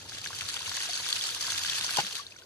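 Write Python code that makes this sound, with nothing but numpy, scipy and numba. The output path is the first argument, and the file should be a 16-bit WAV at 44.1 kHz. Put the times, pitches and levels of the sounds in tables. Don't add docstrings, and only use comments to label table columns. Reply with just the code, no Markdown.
import sys
import numpy as np
from scipy import signal
from scipy.fft import rfft, irfft, next_fast_len
from scipy.io import wavfile
from numba import njit

SR = 44100
rng = np.random.default_rng(int(sys.argv[2]) if len(sys.argv) > 2 else 0)


def rack_gain(trim_db):
    fader = np.asarray(trim_db, float)
    return 10 ** (fader / 20)


def int16_out(signal):
    q = np.round(np.clip(np.atleast_2d(signal).T, -1, 1) * 32767)
    wavfile.write(sys.argv[1], SR, q.astype(np.int16))


N = 108045


def rms_one(x):
    return x / np.sqrt(np.mean(x ** 2) + 1e-20)


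def at_hz(points, hz):
    table_hz, value = np.transpose(points)
    return np.interp(np.log(hz), np.log(table_hz + 1), value)


def over_time(points):
    return np.interp(np.arange(N) / SR, *np.transpose(points))


def drift(rate):
    r = np.exp(-40 * np.pi * rate / SR)
    white = rng.standard_normal(N // 20 + 3002)
    slow = signal.lfilter([1], [1, -2 * r, r * r], white)[3000:]
    return np.interp(np.arange(N) / 20, np.arange(len(slow)), rms_one(slow))


def band_pass(x, low_hz, high_hz):
    return signal.sosfilt(signal.butter(2, [low_hz, high_hz], "band", fs=SR, output="sos"), x)


# frequency in Hz, likeness (1 = same).
PORT_LIKENESS = [(60, 1), (300, 0.52), (900, 0.87), (2000, 0.42), (5000, 0.27), (12000, 0.17)]


def band_noise(spectrum, patchy_db):
    out = 0
    together = 0.4 * drift(9) + drift(35)
    edges = 40 * 2 ** np.arange(0, 8.7, 1 / 3)
    white = rng.standard_normal((3, 2, N))
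    for k, (low, high) in enumerate(zip(edges, edges[1:])):
        mid, side = band_pass(white[k % 3], low, high)
        hz = np.sqrt(low * high)
        alike = np.clip(at_hz(PORT_LIKENESS, hz), -1, 1)
        flicker = 0.66 * together + 0.84 * drift(28)
        gain = rack_gain(at_hz(spectrum, hz) + patchy_db * flicker)
        stereo = np.sqrt(1 + alike) * mid + np.sqrt(1 - alike) * side * [[1], [-1]]
        out = out + gain * stereo
    return rms_one(out)


@njit
def add(out, s, gain, hz, length, lag, pan, rise, attack, sr):
    for g in range(len(s)):
        first = int(s[g] * sr)
        last = min(first + int(2 * length[g] * sr) + 20, out.shape[1])
        for i in range(max(first - 20, 0), last):
            for c in range(2):
                t = i / sr - s[g] - lag[g] * (c - .5)
                if t > 0:
                    u = t / length[g]
                    swell = np.sin(.5 * np.pi * min(u / attack, 1.)) ** 2
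                    swell *= np.exp(-3 * max(u - attack, 0.) ** 1.5)
                    cycles = hz[g] * t * (1 + rise[g] * (.5 * u - .3))
                    out[c, i] += gain[g] * pan[g] ** (.5 - c) * swell * np.sin(2 * np.pi * cycles)


def bubbles(s, db, hz, length, scatter=0.97, rise=0.087):
    spread_cycles, pan_spread_db, attack_share = 0.21, 4.5, 0.16
    luck, out = rng.standard_normal((len(s), 3)), np.zeros((2, N))
    lag = scatter * spread_cycles * luck[:, 0] / hz
    pan = rack_gain(scatter * pan_spread_db * luck[:, 1])
    climb = rise * (1 + 0.54 * scatter * luck[:, 2])
    add(out, s, rack_gain(db), hz, np.clip(length, .0003, .1), lag, pan, climb, attack_share, float(SR))
    return out


# time in seconds, level in dB.
GUSH_FLOW = [(0, -46), (.07, -48.5), (.1, -45), (.25, -43), (.55, -37.5), (.6, -40.5), (.76, -35.5),
             (1.02, -37.5), (1.14, -35), (1.27, -35), (1.39, -39.5), (1.42, -34.5), (1.95, -33.5),
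             (2.03, -38.5), (2.192, -39), (2.222, -48), (2.3, -55), (2.45, -58)]
# frequency in Hz, density in dB per Hz.
SPRAY_COLOUR = [(290, -22), (500, -23), (1580, -8.5), (2040, -14), (4380, -1.5), (8600, -14), (10100, -12),
                (14000, -14), (15500, -36)]


def gush():
    hiss_db, fizz_db, bubble_db = -6, -3, -8
    flow, full_flow = rack_gain(over_time(GUSH_FLOW)), rack_gain(-35)
    hiss_level = flow * rack_gain(hiss_db) * (flow / full_flow) ** 0.085
    hiss = band_noise([(250, -72)] + list(SPRAY_COLOUR), patchy_db=2.3)
    fizz = swarm(1483, 10750, cycles=6.9, size_db=2.5, clump_db=2.5, count=7000)
    bubbling = swarm(697.2, 7500, cycles=16.5, size_db=3, clump_db=2.5, count=2600)
    return (hiss_level + spits()) * hiss + flow * rack_gain(fizz_db) * fizz + flow * rack_gain(bubble_db) * bubbling


def swarm(low_hz, high_hz, cycles, size_db, clump_db, count):
    luck = rng.random((count, 4))
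    s = luck[:, 0] * (N - 1) / SR
    hz = low_hz * (high_hz / low_hz) ** luck[:, 1]
    crowding = np.minimum(0.39 * drift(19.0) + 0.91 * drift(45), 1.8)
    clump = clump_db * crowding[(s * SR).astype(int)]
    size = -size_db * np.log(luck[:, 2] + 0.019)
    db = at_hz(SPRAY_COLOUR, hz) + 10 * np.log10(hz) + clump + size
    return rms_one(bubbles(s, db, hz, cycles * (.5 + luck[:, 3]) / hz))


# start in seconds, peak in dB, pitch in Hz.
ROCK_SLAPS = [(0.094, -27, 4230), (0.1475, -33, 4170), (0.1836, -26.5, 3590), (0.215, -29, 4600),
              (0.2423, -28.5, 2580), (0.2526, -26, 6100), (0.2722, -24.5, 4400), (0.3476, -30, 4670),
              (0.3868, -25.5, 3820), (0.409, -24.5, 2830), (0.449, -36, 4360), (0.4873, -24, 4440),
              (0.54, -26, 4750), (0.5911, -28, 3600), (0.693, -24, 4490), (0.757, -29, 4450),
              (0.803, -30, 5970), (0.9083, -26, 4360), (0.9547, -21, 4680), (0.9751, -23.5, 4380),
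              (0.7665, -22.5, 4300), (0.932, -22.5, 4420), (1.0874, -21, 3480), (1.1016, -25, 4300),
              (1.268, -26, 5400), (1.1266, -15, 4330), (1.2377, -21, 4400), (1.1615, -27, 4150),
              (1.591, -23.5, 6400), (1.749, -26.5, 3000), (1.81, -18, 3660), (1.844, -22.5, 4400),
              (1.906, -22, 4180), (1.936, -24, 4400), (1.3054, -28, 4240), (1.3468, -22, 4750),
              (1.4087, -22.5, 4490), (1.413, -22, 5460), (1.425, -23, 4490), (1.4666, -26, 4660),
              (1.5025, -20.5, 4230), (1.5198, -22, 6300), (1.577, -21, 3830), (1.614, -34, 4270),
              (1.6349, -20.5, 4450), (1.6631, -22, 4480), (1.697, -16.5, 3630), (1.7831, -22, 4500),
              (1.8647, -21.5, 6200), (1.9618, -20, 3250), (1.9697, -14, 4700), (2.125, -25, 4260),
              (2.0664, -21, 3740), (2.1096, -29, 4360), (2.1529, -23, 3920), (2.166, -26.5, 3750),
              (2.3862, -39, 3570)]


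def spits():
    spit_db, t60_s, rise_s = -12.5, 0.018, 0.00055
    s, db, _ = np.transpose(ROCK_SLAPS)
    clicks = np.full(N, 1e-18)
    clicks[(s * SR).astype(int)] = rack_gain(db + spit_db)
    rise, fall = np.exp(-1 / (rise_s * SR)), rack_gain(-60 / (t60_s * SR))
    falling = signal.lfilter([1], [1, -fall], clicks)
    return signal.lfilter([1 - rise], [1, -rise], falling)


def slaps():
    return splashes(ROCK_SLAPS, cycles=17, spread=0.292, loss_db=4)


# start in seconds, peak in dB, pitch in Hz.
AIR_PLOPS = [(0.12, -33.5, 1600), (0.26, -23.5, 1650), (0.304, -32, 1076), (0.33, -27.5, 1570),
             (0.418, -29.5, 1374), (0.054, -41, 875), (0.54, -35.5, 942), (0.566, -27.5, 1420),
             (0.607, -36, 975), (0.678, -35.5, 1020), (0.628, -31, 1456), (0.716, -27.5, 1400),
             (0.771, -24.5, 1740), (0.804, -24, 1870), (0.853, -27.5, 1480), (0.999, -37, 977),
             (1.064, -29, 1550), (1.163, -24, 2640), (1.358, -33.5, 1150), (1.408, -29.5, 1620),
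             (1.481, -29, 1520), (1.493, -27, 1590), (1.52, -27, 1560), (1.647, -26, 1560),
             (1.747, -42, 1480), (1.261, -35.5, 1300), (1.478, -35.5, 1010), (1.541, -31, 1420),
             (1.613, -38, 969), (1.807, -30, 1600), (1.842, -32, 1000), (1.881, -32.5, 1110),
             (1.892, -24, 1570)]


def plops():
    return splashes(AIR_PLOPS, cycles=10, spread=0.32, loss_db=4)


def splashes(table, cycles, spread, loss_db):
    s, db, hz = np.transpose(table)
    luck, length = rng.standard_normal((len(s), 8, 2)), cycles / hz
    small_s = s[:, None] + .5 * length[:, None] * abs(luck[..., 0]) ** 1.5
    small_db = np.repeat(db - loss_db - 8.5, 8)
    small_hz = hz[:, None] * np.exp(spread * luck[..., 1])
    around = bubbles(small_s.ravel(), small_db, small_hz.ravel(), np.repeat(0.29 * length, 8))
    return bubbles(s, db - 6.5, hz, length, scatter=0.32) + around


# start in seconds, peak in dB, pitch in Hz, length in seconds.
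VALVE_KNOCK = [(1.973, -25.5, 970, 0.01), (1.983, -26.5, 650, 0.0058), (1.9855, -19, 805, 0.013),
               (1.983, -26, 2900, 0.0081), (1.985, -26, 1480, 0.018), (1.984, -35, 150, 0.026),
               (1.985, -43.5, 572, 0.026), (1.986, -37, 372, 0.018), (1.997, -32, 900, 0.012),
               (2.03, -46, 191, 0.042), (1.9693, -21, 5700, 0.0018), (1.992, -24, 4600, 0.0045),
               (2.004, -30, 3500, .003), (2.014, -38, 3600, .004)]
# frequency in Hz, density in dB per Hz.
SLAM_COLOUR = [(60, -31), (200, -10.5), (450, -12), (800, -5.5), (2000, -6), (6000, -5), (9000, -24),
               (15000, -20)]


def slam():
    start_s, level_db, t60_s, rise_s, hold_s = 1.972, -28.5, 0.094, 0.013, 0.032
    t = np.maximum(np.arange(N) / SR - start_s, 0)
    fall_db = 60 * np.maximum(t - hold_s, 0) / t60_s
    shape = np.minimum(t / rise_s, 1) * rack_gain(level_db - fall_db)
    knock = bubbles(*np.transpose(VALVE_KNOCK), scatter=0.5, rise=0.032)
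    return knock + shape * band_noise(SLAM_COLOUR, patchy_db=3.5)


# start in
# seconds, peak in dB, pitch in Hz, length in seconds.
CLEAN_NOTES = [(0.567, -24, 3260, 0.0023), (.661, -31, 2820, .005), (0.717, -31.5, 1240, .003),
               (.409, -29, 3400, .003), (.94, -26, 4470, 0.0065), (1.211, -23.5, 3470, 0.0049),
               (1.254, -27.5, 4250, 0.0066), (1.733, -26, 2650, 0.0041), (1.127, -25, 3450, 0.008),
               (2.039, -35, 6200, .003), (2.049, -28, 3500, 0.0028), (2.194, -36.5, 1134, 0.022),
               (2.265, -36.5, 3710, 0.0066), (2.267, -37, 4260, 0.0059), (2.308, -47, 4900, .006),
               (2.321, -42, 2560, 0.0074), (2.361, -50, 1470, 0.014), (2.361, -48, 2230, .006),
               (2.342, -51, 1700, .006), (2.421, -49, 1500, 0.0087), (2.364, -42.5, 5860, 0.0053),
               (2.42, -44, 3000, 0.0017), (2.434, -46, 4800, .004)]


def clean_notes():
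    return bubbles(*np.transpose(CLEAN_NOTES), scatter=0.25, rise=0.067)


# start in seconds, peak in dB, pitch in Hz, length in seconds.
BIG_POCKET = [
    (.889, -37.5, 708, 0.018),
]


def bloop():
    return bubbles(*np.transpose(BIG_POCKET), scatter=.2, rise=0.17)


# time in seconds, level in dB.
PIPE_GURGLE = [(0, -55.5), (.55, -57.5), (.62, -62), (.73, -58.5), (.95, -66.5), (1.35, -62.5), (1.5, -59),
               (1.78, -58), (1.9, -60.5), (2.2, -65.5), (2.45, -68.5)]


def pipe():
    gurgle_hz, width_hz, lumpy_db = 97, 24, 2
    rumble_db, rumble_end_s = -61.5, 2.07
    r, w = np.exp(-np.pi * width_hz / SR), 2 * np.pi * gurgle_hz / SR
    mid, left, right = rng.standard_normal((3, 2, N))
    noise = mid + np.array([left, right]) * [[.3], [.7]]
    gurgle = rms_one(signal.lfilter([1, 0, -1], [1, -2 * r * np.cos(w), r * r], noise[:, 0]))
    gurgle_level = rack_gain(over_time(PIPE_GURGLE) + lumpy_db * drift(8.0))
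    rumble = rms_one(band_pass(noise[:, 1], 50, 680))
    fade = 0.38 + 0.84 / (1 + np.exp((np.arange(N) / SR - rumble_end_s) / 0.022))
    return gurgle * gurgle_level + fade * rack_gain(rumble_db) * rumble


# frequency in Hz, density in dB per Hz.
CREEK_COLOUR = [(40, 4), (100, -13), (450, 2), (900, -6.5), (1500, -7.5), (2100, -14), (8000, -22),
                (15000, -17)]


def creek():
    return rack_gain(-60.5) * band_noise(CREEK_COLOUR, patchy_db=2.5)


def scene():
    return gush() + slaps() + plops() + slam() + clean_notes() + bloop() + pipe() + creek()


def low_pass(x):
    return signal.sosfilt(signal.butter(12, 15730, fs=SR, output="sos"), x)


# frequency in Hz, width in Hz, gain in
# dB.
HOUSING_MODES = [(1590, 290, 0.5), (3000, 1680, 2.5), (6530, 1390, 4.5), (9900, 2650, 4.5),
                 (11800, 760, -9.5)]
# frequency in Hz, left minus right in dB.
PORT_TILT = [(300, 0), (800, 4.5), (2200, 0.5), (3500, 5.5), (4600, -2), (6500, -0.1), (8200, -4),
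             (9700, 0), (13000, -4)]


def record(dry):
    left_lead_s, detour_s, detour_from_hz = 5 / 44100, .000475, 3450
    mic_low_hz, mic_high_hz = 49.7, 14670
    size = next_fast_len(N + 4096)
    hz = np.arange(size // 2 + 1) * SR / size + 1e-3
    colour_db = sum(db / (1 + (2 * (hz - at) / width) ** 2) for at, width, db in HOUSING_MODES)
    level = rack_gain(colour_db + at_hz(PORT_TILT, hz) * [[.5], [-.5]])
    late_cycles = hz * left_lead_s + detour_s * np.maximum(hz - detour_from_hz, 0)
    ports = level * np.exp(-2j * np.pi * late_cycles * [[0], [1]])
    ports = ports / np.sqrt((1 + (mic_low_hz / hz) ** 8) * (1 + (hz / mic_high_hz) ** 110))
    heard = irfft(rfft(dry, size) * ports, size)[:, :N]
    return low_pass(heard)


dry = scene()
out = record(dry)
int16_out(out)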